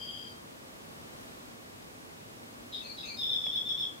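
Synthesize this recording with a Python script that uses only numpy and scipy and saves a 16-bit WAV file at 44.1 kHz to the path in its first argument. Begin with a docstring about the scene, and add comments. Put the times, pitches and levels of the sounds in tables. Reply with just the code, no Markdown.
"""A small bird calls with both sides of its voice box at once, in the echo of a small room by a window.
Each side is a gliding, fluttering sine. It gives one pulsing whistle, two raspy chips, each followed
by a thin slurred note, then a run of six falling notes. A hand-held glass jar, knocked once lightly,
rings in quickly damped modes. There is one tiny tick; a low rumble, soft hiss and faint hum lie beneath."""
import sys
import numpy as np
from scipy import signal
from scipy.fft import rfft, irfft
from scipy.io import wavfile

SR = 44100
rng = np.random.default_rng(int(sys.argv[2]) if len(sys.argv) > 2 else 0)


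def int16_out(signal):
    """Quantize to a 16-bit WAV file."""
    q = np.round(np.clip(np.atleast_2d(signal).T, -1, 1) * 32767)
    wavfile.write(sys.argv[1], SR, q.astype(np.int16))


N = 176400
T = np.arange(N) / SR

# Whistle pulses. Each row: start in seconds, length in seconds, low voice in Hz, its relative level
# in dB, high voice in Hz, its relative level in dB.
WHISTLE_PULSES = [(-0.02, 0.07, 3180, -45.5, 4800, -46.5), (0.066, 0.058, 3195, -41.5, 4795, -48.5),
                  (0.146, 0.06, 3185, -46, 4800, -48), (0.215, 0.075, 3185, -49, 4805, -50.5)]
# Raspy chips. Each row: as in WHISTLE_PULSES.
CHIP_NOTES = [(2.72, 0.052, 3760, -38.5, 5020, -52.5), (2.967, 0.056, 3740, -43, 5000, -54)]
# Slurs, the low voice sinking. Each row: as in WHISTLE_PULSES.
SLUR_NOTES = [(2.803, 0.095, 2475, -51.5, 6440, -61), (3.015, 0.10, 2475, -49, 6460, -58)]
# Near-level tone pairs ending the slurs. 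Each row: as in WHISTLE_PULSES.
PAIR_NOTES = [(2.822, 0.098, 4265, -48.5, 4600, -53.5), (3.042, 0.092, 4260, -48, 4620, -53)]
# Closing run, the voices drawing apart in each note. Each row: as in WHISTLE_PULSES.
RUN_NOTES = [(3.164, 0.094, 3625, -30.5, 5200, -46), (3.274, 0.084, 3556, -31, 5250, -48),
             (3.394, 0.093, 3485, -33.5, 5314, -48.5), (3.507, 0.087, 3495, -32.5, 5320, -49.5),
             (3.647, 0.0847, 3480, -32.5, 5390, -50), (3.767, 0.081, 3471, -32, 5384, -50)]
# Tone colour of the closing run, a little softer near 3750 Hz. Each row: frequency in Hz, gain in dB.
RUN_COLOUR = [(3000, 1), (3290, 0), (3400, 0.5), (3750, -5.5), (4050, -2), (4800, -3), (14000, -0.5)]


def bird():
    """The whole phrase, each kind of note with its own glide and roughness."""
    whistle = voice_box(WHISTLE_PULSES, attack=(0.25, 0.6), release=0.35, fall=0.008, rise=0.002,
                        waver=(0.008, 0.009), waver_hz=80, rasp=0.019, flutter_db=2.8, overtone_db=-29)
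    chips = voice_box(CHIP_NOTES, attack=(0.35, 0.32), release=0.55, fall=-0.012, rise=0.007,
                      waver=(0.046, 0.04), waver_hz=200, rasp=0.026, flutter_db=-2, overtone_db=-19)
    slurs = voice_box(SLUR_NOTES, attack=(0.5, 0.68), release=0.35, fall=0.21, rise=0.014, bend=0.45,
                      waver=(0.018, 0.008), waver_hz=200, rasp=0.023, flutter_db=7, overtone_db=-20)
    pairs = voice_box(PAIR_NOTES, attack=(0.4, 0.42), release=0.25, fall=0.007, rise=0.01,
                      waver=(0.004, 0.007), waver_hz=120, rasp=0.017, flutter_db=-2, overtone_db=-35)
    run = voice_box(RUN_NOTES, attack=(0.2, 0.11), release=0.39, fall=0.108, rise=0.05, bend=1.8,
                    waver=(0.007, 0.01), waver_hz=130, rasp=0.001, flutter_db=3.5, overtone_db=-18.5)
    return whistle + chips + slurs + pairs + coloured(run, RUN_COLOUR)


def voice_box(notes, attack, release, fall, rise, waver, waver_hz, rasp, flutter_db, overtone_db, bend=1):
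    """Two gliding sines a note, mixing into a faint overtone. attack and waver are (low, high) pairs.
    attack and release are shares of the note; fall, rise, waver and rasp are shares of the pitch."""
    out = np.zeros(N)
    low_wobble = waver[0] * drift(waver_hz) + rasp * drift(570)
    high_wobble = waver[1] * drift(waver_hz)
    low_flutter = unit_rms(from_db(flutter_db * drift(95)))
    high_flutter = unit_rms(from_db(flutter_db * drift(95)))
    for start_s, length_s, low_hz, low_db, high_hz, high_db in notes:
        progress = (T - start_s) / length_s
        on = (progress > 0) & (progress < 1)
        progress = progress[on]
        low_glide = 1 - fall * (progress ** bend - 0.5 ** bend)
        high_glide = 1 + rise * (progress - 0.5)
        low_phase = 2 * np.pi / SR * np.cumsum(low_hz * (low_glide + low_wobble[on]))
        high_phase = 2 * np.pi / SR * np.cumsum(high_hz * (high_glide + high_wobble[on]))
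        low_gain = from_db(low_db) * ease(progress / attack[0]) * low_flutter[on]
        high_gain = from_db(high_db) * ease(progress / attack[1]) * high_flutter[on]
        overtone = from_db(overtone_db) * np.sin(low_phase + 2 * high_phase)
        voices = low_gain * np.sin(low_phase) + high_gain * (np.sin(high_phase) + overtone)
        out[on] += np.sqrt(2) * ease((1 - progress) / release) * voices
    return out


def room(x, early_hold_s=0.05, early_t60_s=0.17, tail_t60_s=0.37, direct_db=-7):
    """Direct sound, a burst of close reflections and a short tail, different at each ear."""
    t = T[:SR // 2]
    noise = rng.standard_normal((2, 2, len(t)))
    early = noise[0] * from_db(-60 * np.maximum(t - early_hold_s, 0) / early_t60_s)
    tail = noise[1] * from_db(-60 * t / tail_t60_s)
    response = (unit_rms(early) + unit_rms(tail)) / np.sqrt(len(t))
    response[:, 0] += from_db(direct_db)
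    response = unit_rms(response) / np.sqrt(len(t))
    return signal.fftconvolve(x[None], response, axes=1)[:, :N]


# Modes of the held jar. Each row: frequency in Hz, relative level in dB, T60 in seconds.
JAR_MODES = [(330, -4, 0.035), (560, -1, 0.035), (820, 0, 0.028), (1150, -3, 0.016), (1720, -2, 0.016),
             (2300, 2, 0.016), (2900, 2, 0.012)]


def jar_knock(start_s=3.4658, gain_db=-43):
    """One light touch on the jar; the hand damps its modes at once."""
    age_s = np.maximum(T - start_s, 0)
    return sum((-1) ** k * from_db(gain_db + db - 60 * age_s / t60_s) * np.sin(2 * np.pi * hz * age_s)
               for k, (hz, db, t60_s) in enumerate(JAR_MODES))


def tick(start_s=1.8235, level_db=-51, t60_s=0.018, band_hz=(1800, 6500)):
    """A tiny dry tick of fast-decaying band noise."""
    age_s = T - start_s
    bandpass = signal.butter(1, band_hz, "band", fs=SR, output="sos")
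    noise = unit_rms(signal.sosfilt(bandpass, rng.standard_normal(N)))
    return from_db(level_db - 60 * np.maximum(age_s, 0) / t60_s) * (age_s > 0) * noise


# Noise common to both ears. Each row: frequency in Hz, relative density in dB.
MID_SPECTRUM = [(15, -50), (25, -91), (37, -11), (86, -6.5), (119, -4), (152, -2.5), (198, -4.5), (233, 0),
                (289, -4), (537, -7.5), (762, -12), (1020, -14.5), (1140, -12.5), (1270, -17), (3090, -21),
                (7910, -23.5), (15500, -29)]
# Noise opposite at the two ears. Each row: frequency in Hz, relative density in dB.
SIDE_SPECTRUM = [(15, -56), (25, -51), (46, -10.5), (140, 2), (198, 0.5), (253, 4), (389, 5), (537, 4),
                 (945, 2.5), (3720, -6.5), (4040, -7), (5010, -10), (5730, -11), (15500, -22.5)]
# Hum tones. Each row: frequency in Hz, level before the swell in dB.
HUM_TONES = [(100, -67.5), (243, -67)]
# Slow background swell. 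Each row: time in seconds, gain in dB.
SWELL = [(0, -1), (0.6, -1.5), (1.25, 0.3), (1.6, -1.5), (2.2, -1.5), (2.6, -1), (3.3, -0.7), (4, -1)]


def background(mid_db=-51, side_db=-49):
    """Low rumble, hiss and a wavering hum, swelling slowly together."""
    mid = from_db(mid_db) * unit_rms(coloured(rng.standard_normal(N), MID_SPECTRUM))
    side = from_db(side_db) * unit_rms(coloured(rng.standard_normal(N), SIDE_SPECTRUM))
    for hz, db in HUM_TONES:
        phase = 2 * np.pi * hz * T
        mid += from_db(db) * (drift(1.84) * np.sin(phase) + drift(0.89) * np.cos(phase))
    swell = from_db(np.interp(T, *np.transpose(SWELL)))
    return np.array([mid + side, mid - side]) * swell


def from_db(db):
    """Decibels to gain."""
    return 10 ** (np.asarray(db) / 20)


def unit_rms(x):
    """Scale to unit power."""
    return x / np.sqrt(np.mean(x ** 2) + 1e-20)


def ease(x):
    """Quarter-sine rise from 0 to 1, then held."""
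    return np.sin(np.pi / 2 * np.minimum(x, 1))


def drift(rate_hz):
    """Unit-power random wander: noise through two low-pass poles at rate_hz."""
    pole = np.exp(-2 * np.pi * rate_hz / SR)
    wander = signal.lfilter([1], [1, -2 * pole, pole * pole], rng.standard_normal(2 * N))
    return unit_rms(wander[N:])


def coloured(x, spectrum):
    """Filter by a curve of (Hz, dB) points."""
    hz, db = np.transpose(spectrum)
    bin_hz = np.maximum(np.arange(N // 2 + 1) * SR / N, 1)
    gain = from_db(np.interp(np.log(bin_hz), np.log(hz), db))
    return irfft(rfft(x) * gain, N)


def scene(bird_gain_db=3.6, pan_db=1.7):
    """The bird a little to the left, over the background, knock and tick."""
    ear_gains = from_db(bird_gain_db + pan_db * np.array([[1], [-1]]))
    return room(bird()) * ear_gains + background() + jar_knock() + tick()


def record(dry, cutoff_hz=15750):
    """Steep low-pass on the top treble."""
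    return signal.sosfilt(signal.ellip(12, 0.1, 80, cutoff_hz, fs=SR, output="sos"), dry)


dry = scene()
out = record(dry)
int16_out(out)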